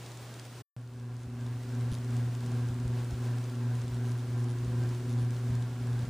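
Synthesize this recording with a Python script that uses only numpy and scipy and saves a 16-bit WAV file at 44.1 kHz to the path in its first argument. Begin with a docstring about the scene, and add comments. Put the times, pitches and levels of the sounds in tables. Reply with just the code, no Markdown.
"""Ceiling fan, far and near

A ceiling fan is heard first from across the room, then, after a short silent gap, at its brass motor housing.
The windings hum at twice the mains rate, swelling once a turn up close; rotor slots and blades add lines.
Bearing noise rings the housing, shaped noise hisses as air, and short noise bursts make ticks and rattles.
Draughts buffet the microphone as gusty low noise with single thumps; faint hiss alone widens the stereo."""
import sys
import numpy as np
from scipy import signal
from scipy.fft import rfft, irfft, next_fast_len
from scipy.io import wavfile
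from scipy.ndimage import uniform_filter1d

SR = 44100
rng = np.random.default_rng(int(sys.argv[2]) if len(sys.argv) > 2 else 0)


def materialize(psi):
    """Save the field psi as 16-bit PCM at rate SR to the path in sys.argv[1].

    A 1-D psi becomes a single channel; in a 2-D psi each row is a channel.
    """
    bounded = np.clip(np.atleast_2d(psi).T, -1, 1)
    quanta = np.round(bounded * 32767).astype(np.int16)
    wavfile.write(sys.argv[1], SR, quanta)


def ratio(d):
    """dB to gain"""
    e = np.asarray(d, float) / 20
    return 10 ** e


N = 268789  # length in samples

HUM_HZ, TURN_HZ, SLOT_HZ, BLADES = 119.92, 2.67, 142.26, 4
GAP_START_S, GAP_END_S = 0.618, 0.7653

# across the room: gains of air, hum and housing (dB)
FAR_AIR_DB, FAR_HUM_DB, FAR_HOUSING_DB = 2.5, -47, -9.5
# at the housing: settled gains (dB), then how far under them each starts (dB) and the rise time (s)
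NEAR_AIR_DB, NEAR_HUM_DB, NEAR_HOUSING_DB = 2, -33, 0.22
FADE_AIR_DB, FADE_HUM_DB, FADE_HOUSING_DB, FADE_S = -10.5, -10.5, -9, 1.055


def level(x, db):
    """Set the rms level."""
    return x * ratio(db) / np.sqrt(np.mean(x ** 2))


def coloured(spectrum):
    """Noise shaped by a (Hz, dB) spectrum."""
    hz, db = np.transpose(spectrum)
    size = next_fast_len(N)
    log_hz = np.log(np.arange(size // 2 + 1) * SR / size + 1)
    shape = ratio(np.interp(log_hz, np.log(hz), db))
    return irfft(rfft(rng.standard_normal(size)) * shape, size)[:N]


def ring(x, hz, width_hz):
    """One resonance, gain 1 at its centre."""
    return signal.lfilter(*signal.iirpeak(hz, hz / width_hz, fs=SR), x)


def band(x, lo_hz, hi_hz):
    """Steep band-pass."""
    return signal.sosfilt(signal.butter(4, [lo_hz, hi_hz], "band", fs=SR, output="sos"), x)


def knock(noise, rise_s, fall_s):
    """A burst of noise with a soft rise and an exponential fall."""
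    u = np.arange(len(noise)) / SR
    return noise * (1 - np.exp(-u / rise_s)) * np.exp(-u / fall_s)


def walk(rate):
    """Random levels held 1 / rate s and slewed twice; spread near 1."""
    k = int(SR / rate)
    steps = np.repeat(rng.standard_normal(N // k + 1), k)
    return 1.39 * uniform_filter1d(uniform_filter1d(steps, k), k)[:N]


def swell(t, depth, peak_s):
    """The unbalanced rotor leans towards the microphone once a turn."""
    return 1 + depth * np.cos(2 * np.pi * TURN_HZ * (t - peak_s))


def add(out, s, grain):
    """Mix a grain in from time s."""
    i = max(int(s * SR), 0)
    out[i:i + len(grain)] += grain[:len(out) - i]


# Hum overtones, levels relative to the hum gain.
# Columns: multiple, level_db, swell_depth (0-1, near only), swell_peak_s, waver_db
HUM_OVERTONES = [(1, 0.5, 0.3, 0.33, 0.9), (2, -13.5, 0.4, 0.27, 1.2), (4, -34, 0.55, 0.36, 2.5)]
# Rotor slot tone mixed with the hum, levels relative to the hum gain.
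# Columns: hum_multiples_added, level_db, swell_depth (0-1)
SLOT_TONES = [(0, -30.5, 0), (1, -20, 0), (2, -22, 0.28), (3, -31.5, 0.37), (5, -37, 0.3), (7, -38, 0.05)]
# Third overtone, which drifts on its own, outside the hum gain. Columns: time_s, level_db
THIRD_OVERTONE = [(.77, -69), (1.75, -65), (2.4, -57), (3.2, -58), (3.8, -57), (4.3, -51.5), (4.8, -50),
                  (5.3, -54.5), (5.7, -66), (6.09, -62)]
BLADE_TONE_DB = -23.5  # relative to the hum gain
LEAD_RAD = 0.52  # each overtone runs this much further ahead of the trough
FAR_DULL_DB, FAR_SECOND_DB = -3, -8  # far loss of overtones and slot tones; extra loss of the second


def windings(t, cycle, near, hum_db):
    """Magnetic pull: overtones gather near the troughs, which come out sharp; slots and blades add lines."""
    dull_db = np.where(near, 0, FAR_DULL_DB)
    tone = np.zeros(N)
    for k, db, depth, peak_s, waver_db in HUM_OVERTONES:
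        far_db = (k > 1) * dull_db + (k == 2) * ~near * FAR_SECOND_DB
        gain = ratio(db + far_db + waver_db * walk(9)) * swell(t, near * depth, peak_s)
        tone += gain * np.cos(k * cycle + (k - 1) * LEAD_RAD)
    slot = 2 * np.pi * SLOT_HZ * t
    for k, db, depth in SLOT_TONES:
        gain = ratio(db + dull_db + 1.4 * walk(12)) * swell(t, depth, 0.24)
        tone += gain * np.cos(slot + k * cycle)
    # blades passing put one line just above the hum
    tone += ratio(BLADE_TONE_DB) * np.cos(cycle + 2 * np.pi * BLADES * TURN_HZ * (t - 0.021))
    third_db = np.interp(t, *np.transpose(THIRD_OVERTONE)) + 2.2 * walk(9)
    third = ratio(third_db) * np.cos(3 * cycle + 2 * LEAD_RAD)
    return -np.sqrt(2) * (ratio(hum_db) * tone + third)


# Resonances of the brass shell. Column: pitch_hz
SHELL_HZ = [248, 269, 630, 742, 905, 1004, 1046, 1105, 1380, 1490, 1573, 1603, 1625, 2622]
# The same resonances in order, levels relative to the housing gain.
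# Columns: width_hz, level_db, swell_depth (0-1)
SHELL_MODES = [(16, -56, 0), (12, -65.5, 0), (54, -70.5, 0.3), (40, -66.5, 0.5), (15, -72.5, 0),
               (9.95, -70, 0.7), (14, -70.5, 0.3), (50, -70, 0), (50, -66, 0), (50, -69, 0.08),
               (11, -69.5, 0.8), (10.04, -77.5, 0.3), (18, -76, 0.5), (6, -79.5, 0)]
# Spectrum shape of the broad rumble. Columns: pitch_hz, density_db (per Hz)
RUMBLE_SPECTRUM = [(90, -13.5), (180, -11.5), (300, -13.5), (600, -16), (1200, -19.5), (1700, -34),
                   (1900, -48.5), (2500, -58.5)]
RUMBLE_DB = -56  # rms before swell, waver and the housing gain


def housing(t, cycle):
    """Bearing noise, pulsed a little by the hum, rings the brass shell over a broad rumble."""
    drive = rng.standard_normal(N) * (1 + 0.33 * np.cos(cycle))
    shell = np.zeros(N)
    for hz, (width_hz, db, depth) in zip(SHELL_HZ, SHELL_MODES):
        shell += swell(t, depth, 0.33) * level(ring(drive, hz, width_hz), db)
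    rumble = level(coloured(RUMBLE_SPECTRUM), RUMBLE_DB)
    return shell + swell(t, 0.21, 0.32) * ratio(0.7 * walk(6)) * rumble


# Spectrum shape of the blade hiss. Columns: pitch_hz, density_db (per Hz)
AIR_SPECTRUM = [(30, -22), (100, -2.5), (300, -1), (1000, -9), (2000, -13.5), (4000, -16.5), (8000, -20),
                (10000, -22.5), (12000, -34.5), (13000, -32.5), (14800, -22.5), (15300, -25)]
AIR_DB = -53.5  # rms before flicker and the air gain


def air(cycle):
    """Hiss of the blades, faintly buzzing with the hum and flickering."""
    buzz = 1 + 0.035 * np.cos(cycle)
    flicker_db = 0.5 * walk(5.18) + 0.83 * walk(24.98)
    return buzz * ratio(flicker_db) * level(coloured(AIR_SPECTRUM), AIR_DB)


# Spectrum shape of the stereo hiss. Columns: pitch_hz, density_db (per Hz)
SIDE_SPECTRUM = [(150, -34), (290, -13.5), (460, 3), (1250, -2), (1900, -1), (5000, 0), (10000, -4.5),
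                 (11400, -3), (12600, -18.5), (15300, 2)]
SIDE_DB = -62.5  # rms before the air gain


def side_hiss():
    """Steady noise, added to the left and subtracted from the right for width."""
    return level(coloured(SIDE_SPECTRUM), SIDE_DB)


# Spectrum shape of the draught. Columns: pitch_hz, density_db (per Hz)
DRAUGHT_SPECTRUM = [(15, -40), (30, -13), (65, -3.5), (95, -3.5), (160, -5.5), (200, -11.5), (260, -27.5),
                    (400, -57.5)]
# Draught strength. Columns: time_s, gain_db
DRAUGHT_GUSTS = [(0, -73), (0.78, -67.5), (1.5, -58.5), (2.85, -52.5), (3.55, -67), (3.9, -57), (4.3, -61),
                 (4.67, -49.5), (5.1, -57), (5.85, -53), (6.09, -47.5)]


def draught(t):
    """Turbulent draught from the blades rumbles on the microphone in gusts."""
    gust_db = np.interp(t, *np.transpose(DRAUGHT_GUSTS)) + 2.3 * walk(16)
    return ratio(gust_db) * level(coloured(DRAUGHT_SPECTRUM), 4.2)


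# Short rattles; knock level is set before the resonances.
# Columns: start_s, length_s, knock_db, low_resonance_db, high_resonance_db
RATTLE_EVENTS = [(.035, .03, -46, 2, -10), (1.17, .07, -53, -2, -10), (1.9166, .038, -33, 4, -1),
                 (4.052, .07, -37, -4, -5), (4.177, .03, -38, -2, -6), (4.377, .03, -38, -3, -4),
                 (4.485, .04, -36.5, -2, -4), (5.094, .048, -36, 0, -4), (5.178, .022, -38, 3, -10),
                 (5.21, .02, -38, -3, -2)]
# Low, middle and high resonances of the loose part. Columns: pitch_hz, width_hz
RATTLE_MODES = [(3700, 1200), (6000, 1500), (9900, 1600)]
RUSTLE_DB = -57  # before the resonances


def rattles():
    """A loose part knocks on every hum cycle for a moment, rustling between the knocks."""
    out = np.zeros(N)
    for s, length_s, db, low_db, high_db in RATTLE_EVENTS:
        size = int((length_s + 0.02) * SR)
        hits = ratio(RUSTLE_DB) * np.hanning(size) * rng.standard_normal(size)
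        for k in range(int(length_s * HUM_HZ) + 1):
            burst = knock(rng.standard_normal(300), 0.0005, 0.0014)
            add(hits, k / HUM_HZ, ratio(db + 1.2 * rng.standard_normal()) * burst)
        for (hz, width_hz), mode_db in zip(RATTLE_MODES, (low_db, -3, high_db)):
            add(out, s, ratio(mode_db) * ring(hits, hz, width_hz))
    return band(out, 2600, 10800)


# Runs of evenly spaced ticks, about one run a turn. Columns: first_s, tick_count, spacing_s
TICK_TIMES = [(.0623, 3, .0551), (.3401, 3, .0559), (.8131, 4, .0613), (1.1653, 2, .0681),
              (1.4092, 2, .0554), (1.6332, 4, .0585), (1.985, 4, .0604), (2.3501, 4, .0557),
              (2.6863, 3, .0568), (2.8784, 1, 0), (3.0455, 2, .0623), (3.3837, 4, .0567), (3.7519, 4, .064),
              (4.1165, 1, 0), (4.4423, 1, 0), (4.5855, 2, .0608), (4.8349, 3, .0562), (5.248, 3, .0582),
              (5.5523, 2, .0718), (5.8696, 4, .0608)]
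TICK_DB, TICK_SCATTER_DB = -44.5, 1.0  # peak before the air gain, and its random spread
TICK_LOW_HZ, TICK_HIGH_HZ = 4500, 8500  # range of the bright centre


def ticks():
    """A loose part ticks: each is a millisecond or two of treble with a brighter centre."""
    out = np.zeros(N)
    for first_s, count, spacing_s in TICK_TIMES:
        for k in range(count):
            burst = knock(rng.standard_normal(400), 0.00079, 0.0012)
            hz = rng.uniform(TICK_LOW_HZ, TICK_HIGH_HZ)
            burst = burst + 0.37 * ring(burst, hz, 1500) + 0.5 * ring(burst, 3500, 630)
            burst = band(burst, 2700, 9500)
            gain = ratio(TICK_DB + TICK_SCATTER_DB * rng.standard_normal())
            add(out, first_s + k * spacing_s, gain * burst / np.abs(burst).max())
    return out


# Thumps of air on the microphone; level is the peak of the main wave.
# Columns: centre_s, level_db, pitch_hz, spread_ms (standard deviation of the bell-shaped envelope)
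AIR_THUMPS = [(1.274, -38, 80, 7.1), (1.561, -39, 110, 8), (1.923, -24.5, 86, 2.9), (2.248, -44, 95, 6),
              (2.707, -35, 90, 6.5), (2.865, -31, 70, 7.4), (2.905, -38, 90, 4.9), (3.133, -31, 70.4, 7.5),
              (3.847, -40, 90, 5.9), (4.836, -42, 80, 7.7), (5.227, -39, 70, 6.5), (5.508, -36, 79, 6.9),
              (6.041, -37, 85, 8.7)]


def buffets():
    """The strongest eddies of the draught are dull thumps of a cycle or so with a tighter edge."""
    out = np.zeros(N)
    u = np.arange(-2000, 2000) / SR
    for s, db, hz, spread_ms in AIR_THUMPS:
        bell = np.exp(-0.5 * (1000 * u / spread_ms) ** 2)
        wave = np.cos(2 * np.pi * hz * u) + 0.41 * np.sin(2 * np.pi * 2.2 * hz * u)
        add(out, s + u[0], -ratio(db) * bell * wave)
    return out


def scene():
    """Both views, a silent gap between them; only faint hiss differs left and right."""
    t = np.arange(N) / SR
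    near = t > GAP_END_S
    fading = np.clip(1 - (t - GAP_END_S) / FADE_S, 0, 1)  # 1 as the near view opens, 0 once settled
    air_db = np.where(near, NEAR_AIR_DB + FADE_AIR_DB * fading, FAR_AIR_DB)
    hum_db = np.where(near, NEAR_HUM_DB + FADE_HUM_DB * fading, FAR_HUM_DB)
    housing_db = np.where(near, NEAR_HOUSING_DB + FADE_HOUSING_DB * fading, FAR_HOUSING_DB)
    cycle = 2 * np.pi * HUM_HZ * (t + 0.00628)  # hum phase in radians
    mid = windings(t, cycle, near, hum_db) + ratio(housing_db) * housing(t, cycle)
    mid += ratio(air_db) * (air(cycle) + ticks())
    mid += draught(t) + rattles() + buffets()
    side = ratio(air_db) * side_hiss()
    # the far view closes over 11 ms; the near view opens at once
    gate = np.clip((GAP_START_S - t) / 0.011 + 0.5, 0, 1) + near
    return gate * np.array([mid + side, mid - side])


def roll_off(x):
    """The treble ends steeply here."""
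    return signal.sosfilt(signal.butter(12, 16510, fs=SR, output="sos"), x)


DARK_LOW_HZ, DARK_HIGH_HZ, TOP_HZ = 12370, 12750, 15290


def record(dry):
    """A filter cuts a narrow dark band high up and a hard top edge."""
    hz = np.arange(N // 2 + 1) * SR / N
    recovery_db = np.interp(hz, [DARK_HIGH_HZ, DARK_HIGH_HZ + 550], [-10, 0])
    dark_db = np.where(hz < DARK_LOW_HZ, 0, np.where(hz < DARK_HIGH_HZ, -50, recovery_db))
    response_db = np.where(hz < TOP_HZ, dark_db, -60)
    mix = irfft(rfft(dry) * ratio(response_db), N)
    return roll_off(mix)


dry = scene()
out = record(dry)
materialize(out)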